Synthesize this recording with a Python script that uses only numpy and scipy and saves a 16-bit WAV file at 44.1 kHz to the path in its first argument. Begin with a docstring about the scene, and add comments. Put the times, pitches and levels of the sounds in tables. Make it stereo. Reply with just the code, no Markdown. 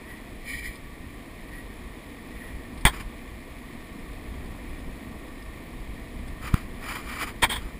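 """Stunt scooters roll across an asphalt plaza, heard from a small housed microphone carried along.
Throughout: grit contacts rumble, hiss and ring the wheels; air buffets the microphone over a faint hush.
0.1-2.4 s: four light chirrups, with sideways scrubs at 0.5-0.7 s; from 0.8 s single pebbles skitter.
2.9 s: deck and fork clack with a low thump, then the tyre scuffs twice.
6.5-7.6 s: scuffs resume, air pops once on the microphone (6.54 s), and three weaker clacks follow (7.4 s)."""
import sys
import numpy as np
from scipy import signal
from scipy.fft import rfft, irfft, next_fast_len
from scipy.io import wavfile

SR = 44100
rng = np.random.default_rng(int(sys.argv[2]) if len(sys.argv) > 2 else 0)


def wav_record(signal):
    """Record a signal, one row per channel, as 16-bit PCM in the file named by sys.argv[1]."""
    frames = np.transpose(np.atleast_2d(signal))
    bounded = np.clip(frames, -1, 1)
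    # unit amplitude maps onto the largest positive 16-bit level
    quanta = np.round(bounded * 32767).astype(np.int16)
    wavfile.write(sys.argv[1], SR, quanta)


N = 343539
TIME_S = np.arange(N) / SR

# rolling level set by speed and surface: (time [s], level [dB])
ROLL_LEVEL = [(0, -44.5), (.7, -46), (1.6, -44.5), (2.7, -43.5), (3.3, -45), (4.05, -44), (4.4, -42.5),
              (5.9, -44.5), (6.7, -43), (7.2, -44), (7.79, -44)]
# rumble spectrum: (frequency [Hz], density [dB per Hz])
RUMBLE_SPECTRUM = [(82, -5.5), (140, -10.5), (182, -9), (243, -1.5), (369, -9.5), (396, -12.5), (425, -13),
                   (476, -10.5), (572, -18), (646, -13), (833, -20), (1040, -17), (1140, -20.5),
                   (1290, -26.5), (1600, -31), (2080, -71), (3520, -120)]
# grit hiss spectrum: (frequency [Hz], density [dB per Hz])
GRIT_SPECTRUM = [(880, -25), (1500, -16.5), (1880, -1), (2410, -2.5), (2740, -12), (3380, -10.5),
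                 (4690, -17), (6000, -16), (7240, -19), (9100, -20), (9850, -23.5), (11500, -23),
                 (14200, -23), (15500, -28), (16000, -64)]
# resonances kept ringing by rolling wheels: (frequency [Hz], width [Hz], level [dB])
WHEEL_MODES = [(1145, 36, 6), (1834, 39, 6.5), (9710, 190, -8.5), (10120, 57, -4.5), (14340, 160, -8.5)]
# tyre scuffs over loose grit: (peak time [s], level [dB], swell [s], fade [s])
SCUFFS = [(2.945, -38.5, .018, 0.038), (3.01, -39.5, 0.027, .016), (6.472, -36.5, 0.042, 0.027),
          (6.56, -40, 0.051, .06), (6.93, -34.5, 0.091, 0.077), (7.125, -36.5, 0.069, 0.1),
          (7.23, -30, 0.035, 0.024), (7.28, -38.5, 0.017, 0.033), (7.59, -49, 0.15, 0.14)]
# resonances of a skidding wheel: (frequency [Hz], width [Hz], level [dB])
SCUFF_MODES = [(1160, 114, -3.5), (1900, 260, -3), (2356, 105, 2), (3050, 210, -7.5), (4930, 350, -10.5),
               (7100, 180, -12), (9660, 150, -10), (10760, 200, -18), (13400, 200, -18), (14500, 150, -17)]
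# scuff hiss spectrum: (frequency [Hz], density [dB per Hz])
SCUFF_SPECTRUM = [(410, -42), (700, -9), (1260, 2), (1600, -6), (2400, -11.5), (4920, -20.5), (5990, -15),
                  (7010, -20), (9860, -20.5), (12300, -30), (14200, -16), (15400, -27), (16000, -53)]
# sideways tyre scrubs: (peak time [s], level [dB], swell [s], fade [s])
SCRUBS = [(.505, -35, 0.043, 0.1), (.59, -37, 0.013, 0.017), (.665, -35.5, 0.039, 0.037),
          (.73, -46, 0.027, 0.033)]
# wheel resonances in a scrub: (frequency [Hz], width [Hz], level [dB])
SCRUB_MODES = [(1897, 48, 3), (2244, 47, 3.5), (3000, 50, -12), (4070, 310, -17.5), (5000, 150, -12.5),
               (7080, 110, -15.5), (9670, 160, -11), (10100, 77, -13), (13900, 70, -14), (14400, 180, -16)]
# slip hiss spectrum: (frequency [Hz], density [dB per Hz])
SCRUB_SPECTRUM = [(1600, -20), (1850, 10), (2080, -29), (2350, 24), (2700, -30), (3100, 7), (5000, -19),
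                  (6000, -8), (8200, -4), (11000, -20), (13300, -33), (15500, -9)]
# chirrups of a tyre on the edge of slipping: (peak time [s], level [dB], half length [s])
CHIRRUPS = [(0.116, -43.5, 0.042), (0.663, -46.5, 0.033), (1.57, -44, 0.05), (2.43, -45.5, .09)]
# freest resonances, woken by a light slip: (frequency [Hz], width [Hz], level [dB])
CHIRRUP_MODES = [(1910, 46, 2), (9980, 96, -14), (14000, 150, -19)]
# clacks of deck and fork, relative levels:
# (time [s], first blow [dB], chatter [dB], deck share [dB], rise [s], hold [s], fall t60 [s])
CLACKS = [(2.8521, 1, -17.5, 2.5, 0.00096, 0.019, 0.09), (7.4198, -27, -17.5, 3.5, 0.0074, 0.024, 0.06),
          (7.491, -48, -25.5, -3, 0.0095, 0.041, 0.13), (7.553, -55, -33, 2.5, 0.012, 0.011, 0.083)]
# ringing of the deck: (frequency [Hz], width [Hz], level [dB])
DECK_MODES = [(308, 80, -20.5), (760, 110, -6), (856, 160, -6), (1028, 115, -2), (1434, 140, -11.5),
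              (1607, 60, -3.5), (1840, 180, -4.5), (2150, 160, -4), (2326, 290, -8)]
# ringing of fork and bar: (frequency [Hz], width [Hz], level [dB])
FORK_MODES = [(3210, 200, -3.5), (3730, 390, -10.5), (4070, 450, -18.5), (8260, 440, -17), (8680, 140, -8),
              (10450, 300, -16), (13300, 290, -22), (14900, 210, -16)]
# short smack of wheel on ground: (frequency [Hz], width [Hz], level [dB])
SMACK_MODES = [(940, 120, 4), (1210, 400, -8), (2020, 82, 7.5), (3450, 180, -5)]
# soft low bumps with the clacks: (time [s], relative level [dB])
THUMPS = [(2.8522, -6), (7.435, -23)]
# pebbles flicked by a wheel: (time [s], relative level [dB])
PEBBLES = [(0.7557, -37), (2.7756, -39), (2.81, -38), (3.9898, -46), (4.1294, -46.5), (4.4593, -44),
           (4.7894, -44), (5.2794, -45), (5.424, -45), (6.2794, -38.5)]
# ringing of a pebble: (frequency [Hz], width [Hz], level [dB])
PEBBLE_MODES = [(3490, 820, 1), (5080, 140, 6), (8780, 330, 4)]
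# air puffs on the microphone: (centre time [s], peak [dB], centre-to-peak time [s])
PUFFS = [(6.5426, -8.5, .0013)]
# airflow over the microphone: (time [s], level [dB])
AIRFLOW_LEVEL = [(0, -46), (.6, -40), (1.0, -42.5), (2.2, -45), (2.75, -38.5), (3.2, -43.5), (4.05, -42.5),
                 (4.3, -37.5), (5.4, -43), (6.27, -36), (6.7, -41.5), (7.2, -38.5), (7.79, -39.5)]
# wind spectrum: (frequency [Hz], density [dB per Hz])
WIND_SPECTRUM = [(12, -5), (20, 1.5), (58, 2), (69, -3.5), (86, -9.5), (170, -12.5), (220, -16),
                 (370, -120)]
# hush spectrum: (frequency [Hz], density [dB per Hz])
HUSH_SPECTRUM = [(24, -34), (40, -8), (193, 2.5), (1160, -16), (1500, -14), (2260, -26), (4000, -9.5),
                 (5330, -13), (6010, -19), (7270, -11), (12000, -64), (15600, -88), (22000, -120)]
# bands weakened by the housing: (frequency [Hz], width [Hz], share removed [0-1])
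HOUSING_BANDS = [(6000, 2070, 0.85), (12230, 680, 0.36)]


def from_db(db):
    """Decibels to amplitude gain."""
    return 10 ** (np.asarray(db) / 20)


def rms_one(x):
    """Scale to unit power."""
    return x / np.sqrt(np.mean(x ** 2) + 1e-20)


def noise():
    """White Gaussian noise."""
    return rng.standard_normal(N)


def drift(rate_hz):
    """Low-passed noise of unit RMS: slow random variation."""
    bins_hz = np.arange(N // 2 + 1) * SR / N
    return rms_one(irfft(rfft(noise()) / (1 + (bins_hz / rate_hz) ** 2), N))


def colour(x, spectrum):
    """Shape a steady sound by a spectrum interpolated over log frequency; unit power."""
    points_hz, points_db = np.transpose(spectrum)
    size = next_fast_len(N)
    bins_hz = np.maximum(np.arange(size // 2 + 1) * SR / size, 1)
    gain_db = np.interp(np.log(bins_hz), np.log(points_hz), points_db, left=-90, right=-90)
    return rms_one(irfft(rfft(x, size) * from_db(gain_db), size)[:N])


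def resonate(x, modes):
    """Parallel two-pole resonators with alternating signs."""
    out = np.zeros(N)
    for k, (freq_hz, width_hz, level_db) in enumerate(modes):
        radius = np.exp(-np.pi * width_hz / SR)
        poles = [1, -2 * radius * np.cos(2 * np.pi * freq_hz / SR), radius ** 2]
        gain = (-1) ** k * from_db(level_db) * (1 - radius ** 2) / 2
        out += gain * signal.lfilter([1, 0, -1], poles, x + 1e-18)  # offset avoids denormals
    return out


def grains(per_s, spread_db):
    """Tiny contacts at random moments, of uneven size and random sign; unit power."""
    size_db = spread_db * np.minimum(rng.exponential(1, N), 4)
    impulses = from_db(size_db) * rng.choice([-1, 1], N)
    return rms_one(impulses * (rng.random(N) < per_s / SR))


def swells(events):
    """Each slip swells and fades as the tyre grips again; overlapping slips add in power."""
    power = np.zeros(N)
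    for peak_s, level_db, swell_s, fade_s in events:
        u = (TIME_S - peak_s) / np.where(TIME_S < peak_s, swell_s, fade_s)
        power += (from_db(level_db) * np.exp(-np.minimum(u * u, 20))) ** 2
    return np.sqrt(power)


def roll_level_db():
    """Rolling level over time, set by speed and surface."""
    return np.interp(TIME_S, *np.transpose(ROLL_LEVEL))


def rumble(road_hz=18, road_db=0.35, skid_db=-9):
    """Wheels strike coarse asphalt in dense contacts; uneven road and skids vary the level."""
    rolling_gain = from_db(roll_level_db() + road_db * drift(road_hz))
    gain = np.hypot(rolling_gain, from_db(skid_db) * swells(SCUFFS))
    return gain * colour(grains(5000, spread_db=1.5), RUMBLE_SPECTRUM)


def grit(mean_db=-50.5, rumble_share=0.31, skid_db=-17, wheel_ring_db=-5):
    """Fine grit hisses and rings the wheels, following part of the rumble's swing; skids add to it."""
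    roll_db = roll_level_db()
    rolling_gain = from_db(mean_db + rumble_share * (roll_db - roll_db.mean()))
    gain = np.hypot(rolling_gain, from_db(skid_db) * swells(SCUFFS))
    hiss = colour(grains(11000, spread_db=3.5), GRIT_SPECTRUM)
    wheel = rms_one(resonate(grains(9000, spread_db=3.5), WHEEL_MODES))
    return gain * (hiss + from_db(wheel_ring_db) * wheel)


def scuff(ringing_db=-2, hiss_db=-4, judder_db=2.0, judder_hz=45):
    """Grit crunches under a juddering, skidding tyre: partly ringing, partly broad hiss."""
    crunch = grains(9000, spread_db=2)
    spray = grains(9000, spread_db=2)
    judder = from_db(judder_db * drift(judder_hz))
    ringing = from_db(ringing_db) * rms_one(resonate(crunch * judder, SCUFF_MODES))
    hiss = from_db(hiss_db) * judder * colour(spray, SCUFF_SPECTRUM)
    return swells(SCUFFS) * (ringing + hiss)


def scrub(singing_db=-1, hiss_db=-6, jerk_db=0.78, jerk_hz=50):
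    """A slipping tyre jerks densely: it hisses and sings in the wheel, or chirrups when barely slipping."""
    slips = noise() * from_db(jerk_db * drift(jerk_hz))
    singing = from_db(singing_db) * rms_one(resonate(slips, SCRUB_MODES))
    hiss = from_db(hiss_db) * colour(noise(), SCRUB_SPECTRUM)
    light_gain = np.zeros(N)
    for peak_s, level_db, half_s in CHIRRUPS:
        light_gain += from_db(level_db) * np.exp(-((TIME_S - peak_s) / half_s) ** 2)
    chirrup = light_gain * rms_one(resonate(slips, CHIRRUP_MODES))
    return swells(SCRUBS) * (singing + hiss) + chirrup


def clacks(blow_t60_s=0.0032, smack_db=23, deck_db=15, fork_db=16, crack_hz=1200):
    """A blow, then loose parts chatter against each other, ringing deck and fork."""
    fork_force, deck_force, blows = np.zeros((3, N))
    for start_s, blow_db, chatter_db, deck_share_db, rise_s, hold_s, t60_s in CLACKS:
        age_s = np.maximum(TIME_S - start_s, 0)
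        blows[round(start_s * SR)] = from_db(blow_db + smack_db)
        force = from_db(blow_db - 60 * np.minimum(age_s / blow_t60_s, 5)) * (age_s > 0)
        chatter_fall_db = 60 * np.clip((age_s - hold_s) / t60_s, 0, 5)
        force += np.minimum(age_s / rise_s, 1) * from_db(chatter_db - chatter_fall_db)
        fork_force += force
        deck_force += from_db(deck_share_db) * force
    contacts = grains(20000, spread_db=1)
    deck = from_db(deck_db) * resonate(contacts * deck_force, DECK_MODES)
    fork = from_db(fork_db) * resonate(contacts * fork_force, FORK_MODES)
    smack = resonate(blows, SMACK_MODES)
    lowpass = signal.butter(1, crack_hz, fs=SR, output="sos")
    crack = signal.sosfilt(lowpass, contacts * deck_force)
    return deck + fork + smack + crack


def thumps():
    """Each jolt shakes the microphone: two damped low sines."""
    modes = ((50, 20, -4), (140, 95, 2))  # (frequency [Hz], width [Hz], level [dB]): body, knock
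    out = np.zeros(N)
    for start_s, level_db in THUMPS:
        age_s = np.clip(TIME_S - start_s, 0, .5)
        for freq_hz, width_hz, mode_db in modes:
            swing = np.sin(2 * np.pi * freq_hz * age_s) * np.exp(-np.pi * width_hz * age_s)
            out += from_db(level_db + mode_db) * swing
    return out


def pebbles(t60_s=0.065, skitter_db=-8):
    """Each flicked pebble skitters in a decaying run of ringing touches."""
    force = np.zeros(N)
    for start_s, level_db in PEBBLES:
        fall_db = 60 * np.clip((TIME_S - start_s) / t60_s, 0, 5)
        force += (TIME_S > start_s) * from_db(level_db + skitter_db - fall_db)
    touches = grains(4000, spread_db=2)
    return force * rms_one(resonate(touches, PEBBLE_MODES))


def puffs(flutter_db=-13):
    """An eddy passes the port: pressure swells, swings to suction and settles, hissing at its core."""
    out = np.zeros(N)
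    flutter = from_db(flutter_db) * colour(noise(), SCUFF_SPECTRUM)
    for centre_s, peak_db, width_s in PUFFS:
        u = (TIME_S - centre_s) / width_s
        core = 1 / (1 + u * u / 3) ** 2
        swing = -u * core * (4 / 3) ** 2  # peaks of 1 at u = -1, +1
        out += from_db(peak_db) * (swing + core * flutter)
    return out


def wind(gust_db=2.35, gust_hz=14):
    """Airflow buffets the microphone as low noise with random lumps."""
    air_db = np.interp(TIME_S, *np.transpose(AIRFLOW_LEVEL))
    return from_db(air_db + gust_db * drift(gust_hz)) * colour(noise(), WIND_SPECTRUM)


def hush(level_db=-66.5):
    """Faint steady coloured noise."""
    return from_db(level_db) * colour(noise(), HUSH_SPECTRUM)


def scene(copy_db=-44, delay_s=0.0037):
    """Centred sources; a faint delayed copy and the hush enter the two sides inverted, giving slight width."""
    mono = rumble() + grit() + scuff() + scrub() + clacks() + thumps() + pebbles() + puffs() + wind()
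    delayed_copy = from_db(copy_db) * np.interp(TIME_S - delay_s, TIME_S, mono, left=0)
    side = delayed_copy + hush()
    return np.array([mono + side, mono - side])


def record(dry, cutoff_hz=15450):
    """The housing weakens two bands, peaks beyond full scale clip, a steep low-pass cuts the top."""
    for freq_hz, width_hz, share in HOUSING_BANDS:
        band = signal.lfilter(*signal.iirpeak(freq_hz, freq_hz / width_hz, fs=SR), dry)
        dry = dry - np.clip(share, 0, 1) * band
    lowpass = signal.ellip(10, .1, 80, cutoff_hz, fs=SR, output="sos")
    return signal.sosfilt(lowpass, np.clip(dry, -1, 1))


dry = scene()
out = record(dry)
wav_record(out)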